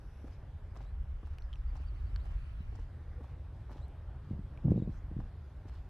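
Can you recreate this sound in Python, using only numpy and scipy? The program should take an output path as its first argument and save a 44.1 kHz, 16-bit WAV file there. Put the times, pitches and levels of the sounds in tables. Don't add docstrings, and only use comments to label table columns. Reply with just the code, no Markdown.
import sys
import numpy as np
from scipy import signal
from scipy.fft import rfft, irfft, next_fast_len
from scipy.io import wavfile
from scipy.ndimage import uniform_filter1d, map_coordinates

SR = 44100
rng = np.random.default_rng(int(sys.argv[2]) if len(sys.argv) > 2 else 0)


def persist_wave(psi):
    counts = np.round(np.clip(psi, -1, 1) * 32767).astype(np.int16)
    wavfile.write(sys.argv[1], SR, np.atleast_2d(counts).T)


N = 259749

# (full pressure t/s, rise/s, hold/s, relative level/dB)
HAND_SLIDES = [(4.308, 0.087, 0.0044, -36), (4.65, 0.027, 0.091, -22.5), (5.164, 0.16, 0.011, -39.5)]


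def amp(db):
    return 10 ** (np.asarray(db) / 20)


def unit(x):
    return x / np.sqrt(np.mean(x ** 2) + 1e-20)


def clock():
    return np.arange(N) / SR


def along(points, hz):
    f, v = np.transpose(points)
    return np.interp(np.log(hz + 1), np.log(f + 1), v)


def curves(rows):
    s, *cols = np.transpose(rows)
    return [np.interp(clock(), s, c) for c in cols]


def filtered(x, response):
    n = x.shape[-1]
    m = next_fast_len(n + 8192)
    return irfft(rfft(x, m) * response(np.fft.rfftfreq(m, 1 / SR)), m)[..., :n]


def add(track, s, sound):
    part = track[..., max(0, round(s * SR)):][..., :sound.shape[-1]]
    part += sound[..., :part.shape[-1]]


def bell(t, half):
    return np.exp(-.5 * (t / half) ** 2)


def smooth_noise(count, size):
    return unit(uniform_filter1d(rng.standard_normal(count), size=size))


def wobble(rate):
    return map_coordinates(rng.standard_normal(256), [clock() * rate], mode="wrap")


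def spread(pair, spectrum):
    # (f/Hz, side minus mid level/dB)
    side_width = [(60, -47.5), (150, -37.5), (360, -29), (650, -24), (1000, -20.5), (2000, -27), (4000, -3),
                  (10000, -3)]

    def mid_side_gain(hz):
        mid_db = along(spectrum, hz)
        return amp([mid_db, mid_db + along(side_width, hz)])

    mid, side = filtered(pair, mid_side_gain)
    return np.array([mid + side, mid - side]) / mid.std()


def rush(spectrum, patchy_db):
    z = signal.stft(rng.standard_normal((2, N)), nperseg=512)[2]
    field = uniform_filter1d(rng.standard_normal(z.shape[1:]), size=6, axis=0)
    field = uniform_filter1d(field, size=14, axis=1)
    noise = signal.istft(z * amp(patchy_db * unit(field)), nperseg=512)[1][:, :N]
    return spread(noise, spectrum)


def note(length, pitches, db, waver, octave_db=-40):
    u = np.linspace(0, 1, round(length * SR))
    hz = map_coordinates(np.array(pitches, float), [u * (len(pitches) - 1)], mode="nearest")
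    hz = hz * (1 + waver * smooth_noise(len(u), 40))
    phase = 2 * np.pi * np.cumsum(hz) / SR
    swell = np.abs(np.sin(np.pi * u)) ** 0.56
    return amp(db) * swell * (np.sin(phase) + amp(octave_db) * np.sin(2 * phase))


def steps(thud_hz=310, ring_t60=0.015, thud_t60=0.074, slap_t60=0.045, attack=0.0013):
    # (t/s, relative thud level/dB, slap level/dB)
    contacts = [(.243, -43.5, -53), (0.275, -59, -57), (0.762, -52, -49), (.805, -53, -50.5),
                (1.23, -47.5, -57), (1.727, -50.5, -58), (1.757, -61, -55), (1.799, -54.5, -66),
                (2.222, -50.5, -63), (2.254, -53.5, -54.5), (2.721, -50, -55.5), (2.75, -54, -54),
                (2.788, -50.5, -53), (3.206, -44.5, -54), (3.241, -59.5, -53), (3.694, -59, -51.5),
                (3.707, -44.5, -59), (3.759, -51, -56), (5.2, -54, -48), (5.653, -49.5, -56)]
    thud, slap, knock = np.zeros((3, N))
    t = np.arange(SR // 4) / SR
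    rise = 1 - np.exp(-t / attack)
    for s, thud_db, slap_db in contacts:
        hz = thud_hz * np.exp(0.11 * rng.standard_normal())
        add(knock, s, rise * amp(thud_db + 6.5 - 60 * t / ring_t60) * np.sin(2 * np.pi * hz * t))
        add(thud, s, rise * amp(thud_db - 2.0 - 60 * t / thud_t60))
        add(slap, s, rise * amp(slap_db - 60 * t / slap_t60))
    heel = rush([(80, -27.0), (250, 9.0), (450, -3.5), (900, -21), (2000, -50)], patchy_db=-1.5)
    sole = rush([(300, -4.5), (800, 14.0), (1600, -1.5), (3200, -20), (8000, -34.5)], patchy_db=0.5)
    return knock + thud * heel + slap * sole


def scuffs(grains_per_s=2200, size_db=5, scrape_db=10, slips_per_s=330, drag_db=-4):
    # (heel strike t/s, relative grit level/dB)
    heel_strikes = [(.243, -80.5), (.73, -74.5), (1.231, -78.5), (1.725, -75), (2.224, -76.5), (2.72, -78),
                    (3.206, -79), (3.69, -72), (4.221, -82), (4.678, -76.5), (5.168, -83), (5.653, -76)]
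    # (t after the heel/s, half length/s, relative level/dB)
    roll_phases = [(0.035, 0.012, 2), (0.095, 0.024, 0)]
    # (f/Hz, relative level/dB)
    grit_colour = [(400, -31), (1000, 7), (2500, 8), (4000, 5.5), (5700, 1.5), (7200, -5), (9000, -13.5),
                   (12000, -32)]
    # (f/Hz, relative level/dB)
    scrape_colour = [(250, -22.5), (550, -1), (900, 1.5), (1700, -8), (3200, -29), (6000, -31.5)]
    t = clock()
    landing, rolling = [
        sum(amp(grit_db + db) * bell(t - s - delay, half) for s, grit_db in heel_strikes)
        for delay, half, db in roll_phases]
    grains = (rng.random(N) < grains_per_s / SR) * rng.standard_normal((2, N))
    sand = spread(grains * amp(size_db * rng.uniform(-0.45, 1, N)), grit_colour)
    slips = (rng.random(N) < slips_per_s / SR) * rng.standard_normal((2, N))
    scrape = amp(scrape_db) * spread(slips, scrape_colour)
    return (landing + rolling) * sand + (landing + amp(drag_db) * rolling) * scrape


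def crunches(attack=0.0015, width=0.11, upper=1.4, upper_db=-7, burst_db=4):
    # (t/s, relative level/dB, f/Hz, t60/s)
    crushed_grains = [(.309, -69, 6600, .015), (.770, -64, 5530, 0.032), (1.767, -65, 5500, 0.028),
                      (2.754, -67.5, 5500, 0.037), (2.795, -70, 5600, .025), (3.722, -76, 5600, 0.05),
                      (3.881, -65.5, 7940, .012), (4.709, -72.5, 5600, .06), (5.684, -72, 5530, .04)]
    out = np.zeros((2, N))
    t = np.arange(SR // 12) / SR

    def band(f, centre):
        return 1 / (1 + ((f / centre - 1) / width) ** 2)

    for s, db, hz, t60 in crushed_grains:
        spurt = rng.standard_normal((2, len(t))) * amp(burst_db * smooth_noise(len(t), 40))
        crack = unit(filtered(spurt, lambda f: band(f, hz) + amp(upper_db) * band(f, upper * hz)))
        add(out, s, crack * (1 - np.exp(-t / attack)) * amp(db + 4.5 - 60 * t / t60))
    return out


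def hollow_tone(s=3.198, hz=495, db=-55, rise=0.015, fall=0.011):
    t = clock() - s
    return amp(db) * bell(t, np.where(t < 0, rise, fall)) * np.sin(2 * np.pi * hz * t)


def swishes():
    # (middle t/s, half length/s, level/dB)
    brushes = [(0.34, 0.019, -78.5), (4.943, 0.035, -75.5), (5.76, 0.051, -80)]
    # (f/Hz, relative level/dB)
    cloth_colour = [(1500, -22), (3500, 8.5), (5500, 3.5), (8500, -13.5), (11500, -11)]
    t = clock()
    swell = sum(amp(db) * bell(t - s, half) for s, half, db in brushes)
    return swell * rush(cloth_colour, patchy_db=5.0)


def zips(waver=0.026, octave_db=-13.5):
    # (t/s, length/s, start f/Hz, middle f/Hz, end f/Hz, level/dB)
    cloth_zips = [(0.84, 0.072, 3600, 3960, 4100, -77.5), (2.77, 0.066, 3800, 3920, 3850, -88),
                  (3.807, .055, 3650, 4000, 4020, -70.5), (4.765, 0.056, 3740, 3880, 3310, -73.5),
                  (4.81, 0.049, 3320, 3850, 3400, -74)]
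    out = np.zeros(N)
    for s, length, *pitches, db in cloth_zips:
        add(out, s, note(length, pitches, db, waver, octave_db))
    return out


def pressure(t, rise_db=30, fade_db_per_s=143):
    total = 0
    for s, rise, hold, db in HAND_SLIDES:
        rising_db = rise_db * np.maximum(s - t, 0) / rise
        fading_db = fade_db_per_s * np.maximum(t - s - hold, 0)
        total = total + amp(db - rising_db - fading_db)
    return total


def catches(count=12, per_s=42, catch_db=-1.5, span_s=0.081):
    rows = []
    for s, _, hold, _ in HAND_SLIDES:
        after = np.cumsum(rng.uniform(0.55, 1.7, count)) / per_s
        for at in s + after[after < hold + span_s]:
            rows.append((at, 20 * np.log10(pressure(at)) + catch_db))
    return rows


def handling(lead=0.00288, typical_hz=420, rub_db=-9):
    # (t/s, relative peak level/dB, reach f/Hz, higher for a harder knock)
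    clear_knocks = [(2.605, -34, 211), (4.310, -26, 323), (4.332, -30, 270), (4.391, -31, 260),
                    (4.649, -27, 440), (4.655, -17.5, 262), (4.677, -19.5, 248), (4.682, -23.5, 840),
                    (4.693, -23.5, 300), (4.707, -20.5, 250), (4.718, -12.5, 530), (4.742, -22.5, 382),
                    (4.763, -29, 556), (4.777, -19.5, 520), (4.80, -24, 260), (4.822, -21, 423),
                    (4.875, -26, 520), (4.88, -28.5, 378), (4.893, -26.5, 260), (5.114, -33, 420),
                    (5.166, -26, 295), (5.19, -27.5, 325)]
    # (f/Hz, width/Hz, level/dB)
    case_modes = [(126, 54, 1.5), (185, 39, -3), (289, 42, -7.5), (453, 30, -11.5)]
    # (f/Hz, relative level/dB)
    rub_colour = [(40, -23.5), (70, 2.5), (100, -0.5), (130, 5), (160, -3), (197, 3.5), (240, -5),
                  (300, -11.5), (460, -22.5), (580, -26), (1200, -53.5), (2500, -110)]
    t = np.arange(SR // 6) / SR
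    knocks = np.zeros(N)

    def body(f):
        return sum(amp(db) * 1j * f * w / (c * c - f * f + 1j * f * w) for c, w, db in case_modes)

    small_knocks = [(s, db, typical_hz) for s, db in catches()]
    for s, db, reach_hz in list(clear_knocks) + small_knocks:
        push = np.exp(-(np.pi * reach_hz * (t - lead)) ** 2)
        knock = filtered(push, body)
        add(knocks, s - .002, -amp(db - 2.2) * knock / np.abs(knock).max())
    return knocks + amp(rub_db) * pressure(clock()) * rush(rub_colour, patchy_db=-1.0)


def ticks(crack_t60=0.0069):
    # (t/s, relative level/dB, ring f/Hz, ring t60/s, crack relative to ring/dB)
    case_ticks = [(1.385, -36.5, 2480, 0.0035, -2), (1.422, -50.5, 4270, .008, -16),
                  (1.530, -42, 3200, 0.01, -26), (1.5365, -43.5, 3120, 0.013, -15),
                  (1.557, -44.5, 2700, 0.0056, -3), (2.161, -42, 4370, 0.011, -5),
                  (2.161, -40.5, 1600, 0.0091, -1), (4.575, -47, 2340, 0.011, -3)]
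    rings, cracks = np.zeros((2, N))
    t = np.arange(SR // 20) / SR
    for s, db, hz, t60, crack_db in case_ticks:
        add(rings, s, amp(db - 3.0 - 60 * t / t60) * np.sin(2 * np.pi * hz * t))
        add(cracks, s, amp(db + crack_db - 10.5 - 60 * t / crack_t60) * rng.standard_normal(len(t)))
    # (f/Hz, gain/dB)
    snap = [(400, -11), (1200, -9), (2300, 13), (4500, 3), (7000, -14), (13000, -8)]
    return rings + filtered(cracks, lambda hz: amp(along(snap, hz)))


def bird(flutter_db=4.0, whistle_waver=0.007, buzz_waver=0.018):
    # (peak t/s, length/s, top f/Hz, relative level/dB)
    whistles = [(1.42, 0.089, 6000, -81), (1.556, 0.094, 5900, -80), (1.692, 0.048, 4950, -76.5),
                (1.788, 0.046, 4700, -77), (1.878, 0.045, 4740, -71.5), (1.971, .066, 4630, -78),
                (2.074, 0.055, 4630, -76)]
    # (t/s, length/s, relative level/dB)
    end_sweeps = [(2.172, .1, -75.5), (2.351, 0.16, -84)]
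    sweep_pitches = (3200, 3300, 3950, 4470, 4580, 5100, 5200)
    # (t/s, length/s, start f/Hz, middle f/Hz, end f/Hz, relative level/dB)
    buzzy_calls = [(2.55, 0.12, 4340, 3950, 3580, -81), (4.925, 0.076, 6350, 6360, 6750, -83)]
    slope, lean = 40000, 4100
    tip = 0.007
    out = np.zeros(N)
    for s, length, top_hz, db in whistles:
        t = np.linspace(-length / 2, length / 2, 15)
        pitches = top_hz - slope * (np.hypot(t, tip) - tip) - lean * t
        add(out, s - length / 2, note(length, pitches, db, whistle_waver))
    for s, length, db in end_sweeps:
        add(out, s, note(length, sweep_pitches, db, whistle_waver))
    for s, length, *pitches, db in buzzy_calls:
        add(out, s, note(length, pitches, db, buzz_waver))
    return out * amp(flutter_db * smooth_noise(N, 300))


def trunks(x):
    # (f/Hz, t60/s)
    echo_decay = [(200, 0.22), (2000, 0.14), (10000, 0.24)]
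    hz, t, z = signal.stft(rng.standard_normal((2, SR // 2)), SR, nperseg=256)
    decay = amp(-60 * t / along(echo_decay, hz)[:, None])
    tail = signal.istft(z * decay, SR, nperseg=256)[1]
    return signal.fftconvolve(x[None], tail / np.linalg.norm(tail[0]), axes=1)[:, :N]


def wind_rumble(gust_db=1.5, gusts_per_s=7.14):
    # (t/s, level/dB)
    buffet_level = [(0, -52), (.7, -46.5), (1.05, -41), (1.28, -42.5), (1.6, -38.5), (2.15, -35.5),
                    (2.45, -43.5), (2.84, -42.5), (3.02, -54.5), (4.5, -45.5), (4.67, -50), (5.15, -42),
                    (5.5, -56), (5.89, -48)]
    # (f/Hz, relative level/dB)
    buffet_colour = [(8.8, -31.5), (15, -19.5), (32, 0), (70, -1), (91, -34.5), (150, -120)]
    level_db = curves(buffet_level)[0] + gust_db * wobble(gusts_per_s)
    return amp(level_db) * rush(buffet_colour, patchy_db=0.5)


def low_drone():
    # (t/s, level/dB)
    drone_level = [(0, -50), (.75, -47), (1.05, -47), (1.3, -48), (1.7, -48.5), (2.12, -43.5),
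                   (2.85, -45.5), (4.3, -45), (5.15, -45), (5.89, -49)]
    # (f/Hz, relative level/dB)
    drone_colour = [(26, -40.5), (45, -6), (75, 1.5), (89, -2), (108, -9.5), (135, -10), (147, -11.5),
                    (167, -25.5), (300, -34), (390, -48.5), (660, -120)]
    return amp(curves(drone_level)[0]) * rush(drone_colour, patchy_db=0)


def far_hush():
    # (t/s, relative hush level/dB, relative leaf hiss level/dB)
    air_level = [(0, -63.5, -70.5), (1.15, -66, -71.5), (1.74, -66, -70), (2.38, -66, -67.5),
                 (2.71, -69, -69.5), (2.94, -63.5, -70.5), (4.79, -62, -71), (5.41, -64.5, -70.5),
                 (5.89, -63.5, -70.5)]
    # (f/Hz, relative level/dB)
    hush_colour = [(110, -11.5), (190, 2), (327, -3), (388, -0.5), (451, -4.5), (605, -4), (705, -6.5),
                   (770, -5.5), (1600, -17), (2080, -43), (3520, -120)]
    # (f/Hz, relative level/dB)
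    leaf_colour = [(650, -18.5), (1100, -5), (1200, -8.5), (1620, -6), (1760, -7), (2120, -10), (2400, -12),
                   (3630, -17.5), (3950, -20), (5680, -25.5), (6920, -30.5), (12100, -32.5), (13200, -35.5)]
    hush_db, leaf_db = curves(air_level)
    hush = amp(hush_db + 0.5) * rush(hush_colour, patchy_db=1.5)
    return hush + amp(leaf_db - 1.0) * rush(leaf_colour, patchy_db=1.8)


def swelling_band(centre_hz=1290, width_hz=110, full_db=-76):
    swell = np.interp(clock(), [.6, 1.7, 2.5, 2.8], [0, 1, 1, 0])
    noise = rng.standard_normal(N)
    band = unit(filtered(noise, lambda hz: 1 / (1 + ((hz - centre_hz) / width_hz) ** 2)))
    return amp(full_db) * swell * band


def thin_hiss(db=-84, end=0.34, fade=.04):
    # (f/Hz, relative level/dB)
    sizzle_colour = [(4600, -16), (5800, 1), (6900, -24), (9800, -22), (10700, -4.5), (12500, -20.5)]
    gate = (1 - np.tanh((clock() - end) / fade)) / 2
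    return amp(db) * gate * rush(sizzle_colour, patchy_db=-1.5)


def scene():
    feet = steps() + scuffs() + crunches() + hollow_tone()
    song = bird()
    echo = trunks(amp(-31.0) * feet.mean(axis=0) + amp(-5.5) * song)
    near = feet + swishes() + zips() + handling() + ticks()
    placed_song = song * amp([[1.5], [-4]])
    background = wind_rumble() + low_drone() + far_hush() + swelling_band() + thin_hiss()
    return near + placed_song + echo + background


def record(dry, treble_hz=3100, top_hz=13200):
    # (t/s, side gain/dB)
    image_width = [(0, 3), (.5, 10.5), (1.4, 16.5), (2.2, 20), (2.7, 21.5), (2.87, 9), (3.0, -13)]
    mid, side = (dry[0] + dry[1]) / 2, (dry[0] - dry[1]) / 2
    low_side = filtered(side, lambda hz: hz < treble_hz)
    side = side + low_side * (amp(curves(image_width)[0]) - 1)
    return filtered(np.array([mid + side, mid - side]), lambda hz: hz < top_hz)


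dry = scene()
out = record(dry)
persist_wave(out)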